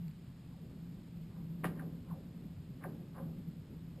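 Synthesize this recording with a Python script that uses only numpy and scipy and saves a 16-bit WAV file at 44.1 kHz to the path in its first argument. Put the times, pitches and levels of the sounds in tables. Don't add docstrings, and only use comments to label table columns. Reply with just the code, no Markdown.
import sys
import numpy as np
from scipy import signal
from scipy.fft import rfft, irfft
from scipy.io import wavfile

SR = 44100
rng = np.random.default_rng(int(sys.argv[2]) if len(sys.argv) > 2 else 0)


def dump(signal):
    limited = np.clip(np.atleast_2d(signal).T, -1, 1)
    pcm = np.round(limited * 32767).astype(np.int16)
    wavfile.write(sys.argv[1], SR, pcm)


N = 176400
HZ = np.maximum(np.arange(N + 1) * SR / (2 * N), 1)


def from_db(db):
    return 10 ** (np.asarray(db) / 20)


def rms_one(x):
    return x / np.sqrt(np.mean(x ** 2) + 1e-20)


def level(points):
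    return from_db(np.interp(np.arange(N) / SR, *np.transpose(points)))


def colour(points, hz):
    point_hz, db = np.transpose(points)
    return from_db(np.interp(np.log(hz), np.log(point_hz), db))


def noise(points):
    return rms_one(irfft(rfft(rng.standard_normal(2 * N)) * colour(points, HZ))[:N])


def drift(rate_hz):
    return rms_one(irfft(rfft(rng.standard_normal(2 * N)) / (1 + (HZ / rate_hz) ** 2))[:N])


def background():
    # (frequency [Hz], relative level [dB])
    tone = [(15, -28), (25, -11.5), (50, -5.5), (85, -3.5), (105, -1.5), (125, 2.5), (180, 1.5), (260, -10),
            (400, -24.5), (700, -33), (1500, -40.5), (5000, -62.5)]
    return from_db(-51) * noise(tone)


def far_rumble():
    # (time [s], relative level [dB])
    swells = [(0.03, -66), (0.59, -63.5), (0.66, -56), (1.18, -60), (1.59, -57), (1.65, -46.5),
              (1.7, -52.5), (2.38, -59), (2.45, -54), (2.51, -61.5), (2.84, -55.5), (2.88, -47.5),
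              (3.15, -60), (3.21, -49.5), (3.59, -61), (3.74, -55), (3.78, -59), (4.0, -63)]
    # (frequency [Hz], relative level [dB])
    tone = [(100, -22), (160, -5.5), (220, -2), (265, -2), (320, -10), (420, -13.5), (560, -20),
            (800, -30.5), (1500, -44.5), (5000, -64)]
    return from_db(0.5) * level(swells) * noise(tone)


def shelter_boom():
    # (time [s], relative level [dB])
    swells = [(0.0, -41), (0.07, -38), (0.24, -61.5), (0.95, -47.5), (0.99, -80), (1.19, -40), (1.29, -50),
              (1.5, -40), (1.61, -45.5), (1.67, -36), (1.73, -49), (1.84, -39.5), (2.06, -57.5),
              (2.13, -35), (2.16, -54.5), (2.37, -48), (2.43, -66), (2.46, -53.5), (2.72, -51.5),
              (2.94, -45.5), (3.17, -58), (3.24, -41), (3.35, -44.5), (3.42, -61), (3.49, -40.5),
              (3.53, -64), (3.58, -44), (3.71, -63.5), (3.77, -48.5), (4.0, -48.5)]
    pitch_hz = 165.6 + 6.16 * drift(rate_hz=26.9)
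    note = np.sqrt(2) * np.sin(2 * np.pi * np.cumsum(pitch_hz) / SR)
    flutter = from_db(-2.15 + 1.78 * drift(rate_hz=22.6))
    return level(swells) * note * flutter


def ticks():
    # (time [s], relative level [dB])
    clicks = [(0.0816, -61), (0.1125, -67), (3.5162, -72)]
    # (frequency [Hz], relative level [dB], time to fade by 60 dB [s])
    notes = [(2380, 7, 0.0067), (4470, 6, 0.0096)]
    out, t = np.zeros(N + SR), np.arange(SR // 10) / SR
    ring = sum(from_db(db - 60 * t / fade_s) * np.sin(2 * np.pi * hz * t) for hz, db, fade_s in notes)
    for time_s, db in clicks:
        start = int(time_s * SR)
        out[start:start + len(t)] += from_db(db) * ring
    return out[:N]


def shelter(hz):
    # (frequency [Hz], width [Hz], gain [dB])
    resonances = [(168, 37, -0.5), (540, 53, 1.5), (745, 33, -2), (1033, 33, 2), (1197, 62, -4.5),
                  (1480, 100, -8), (1590, 35, 1), (1910, 100, -13), (2250, 110, -6), (2360, 69, -2),
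                  (2560, 33, -6), (2850, 51, 0)]
    round_trip_s, echo_db = .00303, -15.5
    direct_and_echoes = 1 / (1 + from_db(echo_db) * np.exp(-2j * np.pi * hz * round_trip_s))
    ringing = sum(from_db(db) / (1 + 2j * (hz - centre) / width) for centre, width, db in resonances)
    return direct_and_echoes + ringing


def splinters():
    # (frequency [Hz], relative level [dB])
    tone = [(500, -19), (1000, -4), (1700, 2.5), (2300, -5), (2900, -5), (3700, -12.5), (5000, -13.5),
            (6000, -29)]
    start_s, rise_s, fade_s = 1.642, 0.013, 0.16
    age = np.maximum(np.arange(N) / SR - start_s, 0)
    envelope = np.minimum(age / rise_s, 1) * from_db(-41.5 - 60 * age / fade_s)
    crunch = noise(tone) * from_db(-1.5 * drift(rate_hz=460))
    in_shelter = irfft(rfft(crunch, 2 * N) * shelter(HZ))[:N]
    return envelope * rms_one(in_shelter)


def scattered_waves(t, hz, fade_s):
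    late_db, late_fade_s = -14.5, 0.66
    octaves_hz = 125 * 2.0 ** np.arange(7)
    spectrum = 0
    for k, centre in enumerate(octaves_hz):
        age = np.maximum(t, 0) * (centre / 1000) ** 0.81
        fade = from_db(-60 * age / fade_s) + from_db(late_db - 60 * age / late_fade_s)
        tail = rng.standard_normal(len(t)) * fade * (t > 0)
        octave_share = np.interp(np.log(hz), np.log(octaves_hz), np.eye(len(octaves_hz))[k])
        spectrum = spectrum + np.sqrt(octave_share) * rfft(tail)
    fade_energy = fade_s * SR / (2 * np.log(1000))
    return spectrum / np.sqrt(fade_energy)


def cracks():
    # (time [s], delay at 1 kHz [s], snap relative level [dB], ring pitch [Hz],
    # ring gain [dB], ring sharpness [Q], scatter relative level [dB], bass edge [Hz], treble edge [Hz],
    # swell head start [s], swell relative level [dB], time for scatter at 1 kHz to fade by 60 dB [s])
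    events = [(.465, .066, -11, 270, 9, 4.8, -25, 220, 1010, .02, -31, .25),
              (1.351, .012, -33, 595, 0, 5, -14, 400, 1380, 0.053, -16, 0.39),
              (1.6420, 0.00357, 7.5, 1880, -0.5, 3.7, 4.8, 109, 2300, 0.0057, 1, 0.096),
              (1.782, .023, -16, 1550, 16, 5.8, -6.5, 276, 2070, 0.032, -9.5, 0.2),
              (2.070, .043, -21, 990, 19.5, 6.3, -6, 300, 1290, .012, -10, 0.16),
              (2.294, 0.047, -12, 300, 14, 3.2, -19, 220, 384, .02, -31, 0.12),
              (2.514, .005, 10, 84, 17.5, 6.9, -5, 59.4, 105, .02, -25, 0.11),
              (2.8332, .0135, -2.5, 646, 7.5, 3.8, -3, 260, 1920, .023, -6, 0.21),
              (3.175, .014, -25, 540, 37, 55, -4.5, 430, 1470, 0.031, -2, .29),
              (3.18, 0.01, -1.5, 240, 6, 5.9, -16, 130, 296, .02, -15, 0.4),
              (3.549, 0.05, -16, 240, 1, 5.4, -19, 200, 340, .02, -31, .25),
              (3.951, 0.017, -13, 540, 4, 13, -13, 302, 706, 0.023, -23, 0.39)]
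    # (frequency [Hz], relative level [dB])
    tone = [(60, -7), (170, 9), (330, 7), (500, 0.5), (800, -0.5), (1200, -1.5), (1370, -3.5), (1800, 0),
            (2500, -5), (3600, -3), (5500, -1.5)]
    treble_slope, bass_slope = 5.2, 2.1
    out, early = np.zeros(N + 2 * SR), SR // 8
    t = (np.arange(SR) - early) / SR
    hz = np.maximum(np.arange(SR // 2 + 1), 1)
    path = from_db(-10) * colour(tone, hz) * shelter(hz)
    for (time_s, delay_s, snap_db, ring_hz, ring_db, sharpness, scatter_db,
         bass_hz, treble_hz, lead_s, swell_db, fade_s) in events:
        rise = from_db(8 * np.minimum(t, delay_s) / (lead_s + delay_s))
        swell = rise * (t > -lead_s) * (t < delay_s) * rng.standard_normal(SR)
        fast_waves = from_db(swell_db) * rfft(rms_one(swell)) / np.sqrt(SR)
        ring = from_db(ring_db) / (1 + 1j * sharpness * (hz / ring_hz - ring_hz / hz))
        snap = from_db(snap_db) * rfft(1.0 * (t == 0)) * (1 + ring)
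        wash = from_db(scatter_db) * scattered_waves(t, hz, fade_s)
        bending = np.exp(-2j * np.pi * delay_s * 1000 * np.log(hz / 1000))
        wave = fast_waves + bending * (snap + wash)
        treble_cut = (1 + (hz / treble_hz) ** (2 * treble_slope)) ** -.5
        bass_cut = (1 + (bass_hz / hz) ** (2 * bass_slope)) ** -.5
        start = int(time_s * SR)
        out[start:start + SR] += irfft(wave * path * treble_cut * bass_cut)
    return out[early:early + N]


def scene():
    mix = cracks() + splinters() + shelter_boom() + far_rumble() + background() + ticks()
    return np.tile(mix, (2, 1))


def record(dry):
    # (frequency [Hz], relative level [dB])
    shared_tone = [(100, 0), (700, 1), (1500, -3), (3000, -4), (4500, -6), (5200, -7), (5650, -14.5),
                   (6000, -17.5)]
    # (frequency [Hz], relative level [dB])
    side_tone = [(25, 12), (60, 18), (130, -12), (300, 9), (700, 5), (1500, 2.5), (3000, 2), (5000, 1.5)]
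    hold_rate_hz, cutoff_hz = 12000, 15150
    hissy = dry.mean(0) + from_db(-69.5) * noise(shared_tone)
    slow = signal.resample(hissy, N * hold_rate_hz // SR)
    held = signal.resample_poly(np.repeat(slow, 4), SR, 4 * hold_rate_hz)
    side_hiss = signal.sosfilt(signal.butter(8, 5400, fs=SR, output="sos"), noise(side_tone))
    stereo = held + from_db(-76) * side_hiss * [[1], [-1]]
    treble_cut = signal.ellip(10, .2, 70, cutoff_hz, fs=SR, output="sos")
    return signal.sosfilt(treble_cut, stereo)


dry = scene()
out = record(dry)
dump(out)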